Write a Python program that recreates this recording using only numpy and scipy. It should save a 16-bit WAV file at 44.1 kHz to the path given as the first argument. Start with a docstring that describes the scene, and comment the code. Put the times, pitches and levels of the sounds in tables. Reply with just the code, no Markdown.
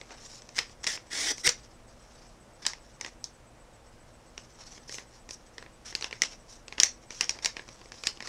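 """Paper rustles and ticks faintly in the hands; then a pocket knife slits the envelope in four strokes.
After that it is flexed and picked open by hand, in a small quiet room.
The knife and the fingers are showers of tiny clicks, shaped in tone by filters.
Stiff panels buckle with short filtered bursts of noise, each with a rustle around it.
A small computer camera listens: it adds hiss and a faint whine that pulses with its frames."""
import sys
import numpy as np
from scipy import signal
from scipy.fft import rfft, irfft, next_fast_len
from scipy.io import wavfile
from scipy.ndimage import uniform_filter1d, map_coordinates

SR = 44100
rng = np.random.default_rng(int(sys.argv[2]) if len(sys.argv) > 2 else 0)


def to_wav(sig):
    """Store sig (one row per channel, or 1-D mono) as 16-bit WAV at the path in sys.argv[1].

    Samples outside -1..1 are clipped; the rate is SR.
    """
    pcm = np.clip(np.atleast_2d(sig), -1, 1) * 32767
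    pcm = np.round(pcm).astype(np.int16)
    wavfile.write(sys.argv[1], SR, pcm.T)  # frames by channels


N = 365148  # samples, about 8.3 s


def amp(db):
    """Turn decibels into a gain."""
    return 10 ** (np.asarray(db) / 20)


def unit(x):
    """Scale a sound to an average strength (rms) of 1."""
    return x / np.sqrt(np.mean(x ** 2) + 1e-20)


def along(points, hz):
    """Join (pitch_hz, value) points by straight lines on a log pitch axis."""
    point_hz, values = np.transpose(points)
    return np.interp(np.log(hz + 1), np.log(point_hz), values)


def wobble(rate, n):
    """A smooth random curve of n samples, with rate random points a second."""
    knots = rng.standard_normal(int(n * rate / SR) + 4)
    return map_coordinates(knots, [np.arange(n) * rate / SR], mode="nearest")


def coloured(x, gain_db):
    """Filter x by a dB gain that depends on pitch; no sound comes out before it goes in."""
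    m = 2 * next_fast_len(len(x))
    gain = amp(gain_db(np.fft.rfftfreq(m, 1 / SR))) + 1e-6
    # folding the cepstrum forward in time gives the filter its minimum delay
    cepstrum = irfft(np.log(gain), m)
    cepstrum[1:m // 2] *= 2
    cepstrum[m // 2 + 1:] = 0
    return irfft(rfft(x, m) * np.exp(rfft(cepstrum)), m)[:len(x)]


def resonance(hz, centre_hz, width_hz):
    """A bell-shaped curve over pitch that is 1 at its centre."""
    return 1 / (1 + (2 * (hz - centre_hz) / width_hz) ** 2)


def add(track, s, sound):
    """Mix a sound into the track from time s, in seconds."""
    part = track[max(round(s * SR), 0):][:len(sound)]
    part += sound[:len(part)]


def grains(rate, n, spread_db):
    """Tiny clicks of random size at random moments; the mean power stays even as the rate changes."""
    falls = rng.random(n) < rate / SR
    sizes = amp(spread_db * np.clip(rng.standard_normal(n), -2, 2))
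    signs = rng.choice([-1, 1], n)
    return unit(falls * sizes * signs / np.sqrt(rate))


# the blade runs along the fold; levels come before the trim and the catching in cuts():
# (start_s, end_s, first_level_db, last_level_db, run_up_s, most_fibres_per_s)
KNIFE_STROKES = [(0.546, 0.599, -47.5, -27, 0.0027, 2500), (0.865, 0.969, -28.5, -39, 0.002, 7700),
                 (1.101, 1.324, -27, -28, 0.051, 20000), (1.432, 1.479, -29.5, -14, 0.012, 21000)]
# tone of parting fibres, before harder strokes brighten it: (pitch_hz, relative_level_db)
FIBRE_TONE = [(100, -26.5), (180, -19), (330, -8), (650, -11.5), (1300, -14), (2000, 1.5), (2600, -11.5),
              (3400, -2.5), (4100, -7), (5400, 1), (7200, -8), (8700, -10), (11500, -27.5), (16000, -38)]
BLADE_STOP_S = 0.0055  # fade at the end of a stroke
FIBRES_FOLLOW = 0.7  # the fibre rate goes with this power of the stroke's strength


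def cuts(level_db=-2.0, catch_db=1.0, sharpen=0.24):
    """Fibres part one by one at the blade, which catches and runs on; the envelope colours them."""
    out = np.zeros(N)
    for start, end, first_db, last_db, run_up, rate in KNIFE_STROKES:
        t = np.arange(0, end - start, 1 / SR)
        run_up_curve = 1 - np.exp(-t / run_up)
        release = np.minimum((t[-1] - t) / BLADE_STOP_S, 1)
        pull = amp(np.linspace(first_db, last_db, len(t))) * run_up_curve * release
        fibre_rate = np.clip(rate * (pull / pull.max()) ** FIBRES_FOLLOW, 100, SR)
        fibres = grains(fibre_rate, len(t), spread_db=2.5)
        edge = sharpen * (max(first_db, last_db) + 25.5)  # harder strokes are brighter
        tear = unit(coloured(fibres, lambda hz: along(FIBRE_TONE, hz) + edge * np.log2(1 + (hz / 8000) ** 2)))
        catching = amp(level_db + catch_db * wobble(219.6, len(t)))
        add(out, start, tear * pull * catching)
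    return out


# the whole envelope, freed from the blade: (pitch_hz, starting_peak_db, time_to_fall_60_db_s)
FLAP_TONES = [(184, -31.5, 0.041), (310, -43, 0.021), (490, -30, 0.067)]


def flap(s=1.4765):
    """The blade leaves the last corner and the envelope springs back: a few low tones die away."""
    out, t = np.zeros(N), np.arange(SR // 10) / SR
    tones = [amp(db - 60 * t / t60) * np.sin(2 * np.pi * hz * t) for hz, db, t60 in FLAP_TONES]
    add(out, s, sum(tones))
    return out


SNAP_T60_S = 0.011  # a buckled sheet's shudder falls 60 dB in this time, or sooner


def snap_band(t60, shape_db, rise=0.00021, flip=0.00068, stop=0.014, size=2048, count=256):
    """The sheet flips in a millisecond and shudders briefly; as much energy as count samples of rms 1."""
    t = np.arange(size) / SR
    onset = 1 - np.exp(-t / rise)
    decay = amp(-60 * np.maximum(t - flip, 0) / t60) / (1 + (t / stop) ** 6)
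    shudder = rng.standard_normal(size) * onset * decay
    return unit(coloured(shudder, shape_db)) * np.sqrt(count / size)


# the paper buckles or a fibre bundle gives way:
# (start_s, crack_level_db, crack_pitch_hz, panel_level_db, panel_pitch_hz)
BUCKLES = [(0.0131, -50.5, 4940, -43.5, 2180), (0.1066, -56, 5100, -48.5, 2060),
           (0.42, -49, 5800, -57, 1730), (0.49, -46.5, 5700, -53.5, 2250), (0.567, -40, 5900, -53, 2770),
           (0.5827, -34, 5450, -30, 2200), (0.5878, -24.5, 5060, -25.5, 2180),
           (0.5906, -34, 5070, -29, 3460), (0.842, -34, 5600, -37, 2110), (0.867, -28, 5400, -31.5, 2470),
           (0.873, -27, 5350, -36, 2330), (0.9753, -56, 5600, -42, 1940), (1.381, -42, 6070, -48.5, 2150),
           (1.4751, -23, 5700, -20.5, 1960), (1.4906, -21.5, 6000, -37, 3210),
           (1.4924, -21.5, 6000, -31, 3160), (2.652, -40, 5200, -37.5, 1900),
           (2.665, -20.5, 4800, -31.5, 3010), (2.7334, -42, 5440, -41, 2080), (3.011, -34, 5530, -38, 2180),
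           (3.047, -42, 5300, -37, 1950), (3.062, -42.5, 6440, -42.5, 2000),
           (3.2412, -31.5, 5670, -68, 3460), (4.3779, -40, 5760, -41, 2820),
           (4.778, -62, 5300, -50.5, 1760), (4.8938, -43, 5200, -43.5, 1950),
           (4.924, -40.5, 5870, -50, 2090), (4.943, -39.5, 6100, -44, 2260),
           (4.983, -46, 5400, -39.5, 2040), (5.2905, -46, 5500, -48, 1830),
           (5.3081, -37.5, 5860, -48, 2970), (5.581, -43.5, 5340, -40.5, 1970),
           (5.6251, -51, 4330, -45.5, 1860), (5.662, -68, 4800, -49.5, 1820),
           (5.9253, -52, 5000, -45.5, 1910), (5.951, -26, 4740, -32.5, 2930), (6.01, -40, 5800, -45, 2090),
           (6.024, -34, 4400, -36.5, 2710), (6.043, -34.5, 5260, -31.5, 2700),
           (6.1098, -47.5, 5030, -43.5, 2830), (6.1273, -43, 4500, -34, 2150),
           (6.219, -18.5, 5580, -22, 2050), (6.235, -31, 5500, -32.5, 3480),
           (6.681, -43.5, 4700, -45.5, 2600), (6.7241, -46.5, 4730, -39, 2320),
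           (6.7812, -44, 5000, -34.5, 1840), (6.8003, -15, 5400, -24, 3070),
           (6.8334, -12, 5920, -22.5, 2120), (7.1059, -39.5, 5660, -43.5, 2160),
           (7.2092, -21, 5600, -24.5, 2870), (7.23, -44, 5200, -39, 3050), (7.242, -34.5, 5600, -56, 2510),
           (7.2934, -22.5, 5530, -31.5, 2500), (7.3073, -37, 5500, -49, 2350),
           (7.388, -47, 5050, -45.5, 2370), (7.4466, -25, 5700, -35, 2070), (7.458, -21.5, 5400, -26, 2270),
           (7.5672, -42, 5370, -35.5, 2770), (7.5937, -53.5, 4270, -39, 1750),
           (7.6883, -49, 5300, -47, 3110), (7.9193, -43.5, 5550, -44.5, 1780),
           (8.0364, -36.5, 5140, -38.5, 2320), (8.0698, -21.5, 5040, -28.5, 2830),
           (8.1724, -52, 5100, -49.5, 3080), (8.2046, -44.5, 4600, -38, 1940),
           (8.2242, -42.5, 5060, -42, 1930), (8.2729, -38, 4730, -42, 1960)]
# basic tone of a crease that flips: (pitch_hz, relative_level_db)
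CREASE_TONE = [(2800, -18.5), (3900, -3), (5600, -4), (7000, -4.5), (8500, -11.5), (10000, -19.5),
               (12000, -31.5), (16000, -40.5)]
# basic tone of the stiff sheet around it: (pitch_hz, relative_level_db)
PANEL_TONE = [(800, -29.5), (1400, -3.5), (1900, 5.5), (3500, 0), (4800, -13), (12000, -61)]
# basic tone of the air that the sheet pushes: (pitch_hz, relative_level_db)
AIR_TONE = [(70, -16.5), (200, -2), (450, 4.5), (700, -3), (1050, 3), (1900, -24), (8000, -40)]
THUD_DB, THUD_GROWS = -44, 0.5  # air level for a -35 dB panel; dB more per dB of the panel


def snaps(buckles, focus, crack_db=0., panel_db=0., crack_peak_db=13.0, panel_peak_db=7.5,
          crack_width_hz=1300, panel_width_hz=600, sharpen=0.14):
    """Each buckle cracks at the crease, rings the panel and pushes a little air; focus scales resonances."""
    out = np.zeros(N)
    for s, crack, crack_hz, panel, panel_hz in buckles:
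        thud = THUD_DB + THUD_GROWS * (panel + 35)
        edge = sharpen * (crack + 35)  # harder snaps are brighter

        def crease(hz):
            peak = focus * crack_peak_db * resonance(hz, crack_hz, crack_width_hz)
            return along(CREASE_TONE, hz) + peak + edge * np.log2(1 + hz / crack_hz)

        def sheet(hz):
            return along(PANEL_TONE, hz) + focus * panel_peak_db * resonance(hz, panel_hz, panel_width_hz)

        def air(hz):
            return along(AIR_TONE, hz) + edge * np.log2(1 + hz / panel_hz)

        for db, shape in [(crack + crack_db, crease), (panel + panel_db, sheet), (thud, air)]:
            add(out, s, amp(db) * snap_band(SNAP_T60_S, shape))
    return out


SETTLE_LEAD_S, SETTLE_S = 0.01, 0.048  # the rub starts before a buckle and ends after it
SETTLE_DB, SETTLE_TILT_DB = -20.5, -3  # level against the panel; tilt per octave


def settling():
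    """The two sheets rub on each other as a panel buckles and settles; rows as in FINGER_SLIDES."""
    return [(s - SETTLE_LEAD_S, s + SETTLE_S, panel + SETTLE_DB, SETTLE_TILT_DB)
            for s, crack, crack_hz, panel, panel_hz in BUCKLES]


# fingers slide over the paper; speed and grip then shape the level:
# (start_s, end_s, level_db, tilt_db_per_octave)
FINGER_SLIDES = [(0.073, 0.167, -54.5, -5.5), (0.191, 0.397, -51, 4.5), (0.687, 0.733, -57, 2),
                 (0.832, 0.856, -42, 1), (1.361, 1.431, -49, 10), (1.959, 2.34, -62.5, 0.5),
                 (2.618, 2.73, -44, -2), (3.033, 3.095, -48, -5), (4.586, 4.642, -49, -1),
                 (4.652, 4.782, -52, 1.5), (4.876, 5.009, -46, 11), (5.134, 5.17, -55.5, -1),
                 (5.288, 5.353, -51, 11), (5.848, 5.922, -46, 2), (6.005, 6.08, -46, -1.5),
                 (6.29, 6.359, -50, -1), (6.482, 6.574, -53, 7), (6.777, 6.8, -43, -7.5),
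                 (7.103, 7.211, -47, 3), (7.282, 7.317, -44, 2), (7.336, 7.388, -51.5, -8.5),
                 (7.422, 7.456, -42.5, -2), (7.926, 8.057, -55.5, 5), (8.05, 8.076, -39, 2),
                 (8.242, 8.3, -42, -3.5)]
# basic tone of skin on paper: (pitch_hz, relative_level_db)
RUB_TONE = [(120, -30.5), (350, -12.5), (1200, -6), (1900, -5.5), (3300, -7.5), (4600, -4.5), (5600, 3),
            (8000, -12.5), (11000, -26.5), (16000, -51)]
RUB_GRAINS_PER_S, SETTLE_GRAINS_PER_S = 4000, 1300  # skin rubs finely, settling sheets crackle coarsely


def slides(strokes, rate, level_db=0., grip_db=2.5, lateness=1.01):
    """Skin or paper rubs over the paper's grain; each stroke gathers speed, then stops, gripping unevenly."""
    out = np.zeros(N)
    for start, end, db, tilt in strokes:
        n = int(max(end - start, .01) * SR)
        friction = grains(rate, n, spread_db=4.)

        def tone(hz):  # the tilt levels off below 300 Hz and above 8000 Hz
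            return along(RUB_TONE, hz) + tilt * np.log2((hz + 300) / (1 + hz / 8000) / 3300)

        rub = unit(coloured(friction, tone))
        speed = np.abs(np.sin(np.pi * np.linspace(0, 1, n) ** lateness)) ** 0.46
        grip = amp(db + level_db + grip_db * wobble(96.4, n))
        add(out, start, rub * speed * grip)
    return out


# how strongly the envelope is shifted in the hands, before each layer's own trim: (time_s, level_db)
HAND_EFFORT = [(0, -59.5), (1.05, -63.5), (1.7, -63.5), (1.85, -69.5), (2.6, -65.5), (3.1, -64.5),
               (3.5, -72.5), (4.1, -66.5), (4.6, -60), (5.7, -67.5), (6.1, -58), (6.6, -66.5), (7.4, -57.5),
               (8.28, -57.5)]


def crinkle(level_db=-2.0, clump_db=5.0):
    """The held envelope crinkles faintly, in little clumps, louder as the hands work harder."""
    clumps = amp(clump_db * wobble(45, N))
    clicks = unit(grains(1500, N, spread_db=3.) * clumps)
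    s, db = np.transpose(HAND_EFFORT)
    level = amp(level_db + np.interp(np.arange(N) / SR, s, db))
    return level * unit(coloured(clicks, lambda hz: along(RUB_TONE, hz)))


def ticks(count=60, crack_db=2.5, panel_db=2., spread_db=3.):
    """Faint random buckles, more often and louder the more the envelope is handled; rows as in BUCKLES."""
    s, db = np.transpose(HAND_EFFORT)
    draws = rng.random((count, 6))
    times = draws[:, 0] * N / SR
    effort = np.interp(times, s, db)
    crack, panel = effort + spread_db * (2 * draws[:, 1:3].T - 1)
    crack_hz = 4800 + 1200 * draws[:, 3]
    panel_hz = 1750 + 750 * draws[:, 4]
    rows = np.column_stack([times, crack + crack_db, crack_hz, panel + panel_db, panel_hz])
    kept = draws[:, 5] < amp(effort - db.max()) ** 2
    return list(rows[kept])


def flexing(x, depth_db=2.5):
    """The envelope bends as it is worked, so its many small resonances come and go."""
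    z = signal.stft(x, nperseg=512)[2]
    field = uniform_filter1d(rng.standard_normal(z.shape), size=4, axis=0)  # smooth over pitch
    field = uniform_filter1d(field, size=9, axis=1)  # smooth over time
    return signal.istft(z * unit(amp(depth_db * unit(field))), nperseg=512)[1][:N]


# how long the reflections last: (pitch_hz, time_to_fall_60_db_s)
ROOM_DECAY = [(200, 0.11), (2000, 0.19), (5800, 0.19), (12000, 0.13)]
# tone of the reflections: (pitch_hz, relative_level_db)
ROOM_TONE = [(100, -3), (500, 3), (2000, -1), (4000, -2.5), (5800, 1), (8000, -5), (15000, 3.5)]


def room_tail(gap=0.0038, uneven_db=2.5):
    """Reflections swell in over a short gap, in uneven clusters; bass and top treble die soonest."""
    size = SR // 3
    arrivals = rng.standard_normal(size) * amp(uneven_db * wobble(403, size))
    hz, t, z = signal.stft(arrivals, SR, nperseg=256)
    fade_db = along(ROOM_TONE, hz)[:, None] - 60 * t / along(ROOM_DECAY, hz)[:, None]
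    tail = signal.istft(z * amp(fade_db), SR, nperseg=256)[1]
    tail *= np.clip(np.arange(len(tail)) / SR / gap, 0, 1) ** 3
    return tail / np.linalg.norm(tail)


def room(x, count=24):
    """The reflections change as the envelope moves about: a new tail for each of count stretches."""
    out = np.zeros(N)
    for piece in np.array_split(np.arange(N), count):
        add(out, piece[0] / SR, signal.fftconvolve(x[piece], room_tail()))
    return out


# tone of the room and microphone noise: (pitch_hz, relative_level_db)
NOISE_TONE = [(12, -29), (20, -0.5), (58, -2.5), (81, -13.5), (110, -6), (182, -14), (241, -11.5),
              (270, -17), (337, -11), (388, -17.5), (513, -12), (738, -15), (4180, -32), (8180, -32.5),
              (16000, -54)]
# mains hum: (pitch_hz, rms_level_db)
MAINS_HUM = [(120, -73.5), (240, -70), (480, -76)]


def background(noise_db=-55.0, whine_db=-67.0):
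    """Steady filtered noise, mains hum as sine tones, and the camera's whine switched on once per frame."""
    t = np.arange(N) / SR
    noise = unit(coloured(rng.standard_normal(N), lambda hz: along(NOISE_TONE, hz)))
    hum = sum(amp(db) * np.sqrt(2) * np.sin(2 * np.pi * (hz * t + rng.random())) for hz, db in MAINS_HUM)
    readout = ((t - .005) * 7.513) % 1 < .25  # 7.513 frames a second, on for a quarter of each
    pulse = uniform_filter1d(readout * 1., 64)  # soft edges
    whine = np.sqrt(2) * np.sin(2 * np.pi * 8000 * t) * pulse
    return amp(noise_db) * noise + hum + amp(whine_db) * whine


def scene(room_db=-9.0, blur=0.28):
    """The paper, its reflections and the background."""
    buckles = list(BUCKLES) + ticks()
    fingers = slides(FINGER_SLIDES, RUB_GRAINS_PER_S)
    sheets = slides(settling(), SETTLE_GRAINS_PER_S)
    rustle = flexing(cuts() + fingers + sheets + crinkle()) + flap()
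    # a snap sounds different in every direction, so its resonances blur in the reflections
    one_way = room(snaps(buckles, focus=1 - blur) + rustle)
    other_way = room(snaps(buckles, focus=1 - blur) + rustle)
    walls = (one_way + other_way) / np.sqrt(2)
    return (snaps(buckles, focus=0.93) + rustle + amp(room_db) * walls + background())[None]


TOP_HZ = 15900  # the camera's band limit


def record(dry):
    """The camera rounds off the very loudest peaks and keeps nothing above its band limit."""
    held = dry / (1 + np.abs(dry / .94) ** 8) ** (1 / 8)
    m = next_fast_len(N + SR // 2)
    kept = np.fft.rfftfreq(m, 1 / SR) < TOP_HZ
    return irfft(rfft(held, m) * kept, m)[..., :N]


dry = scene()
out = record(dry)
to_wav(out)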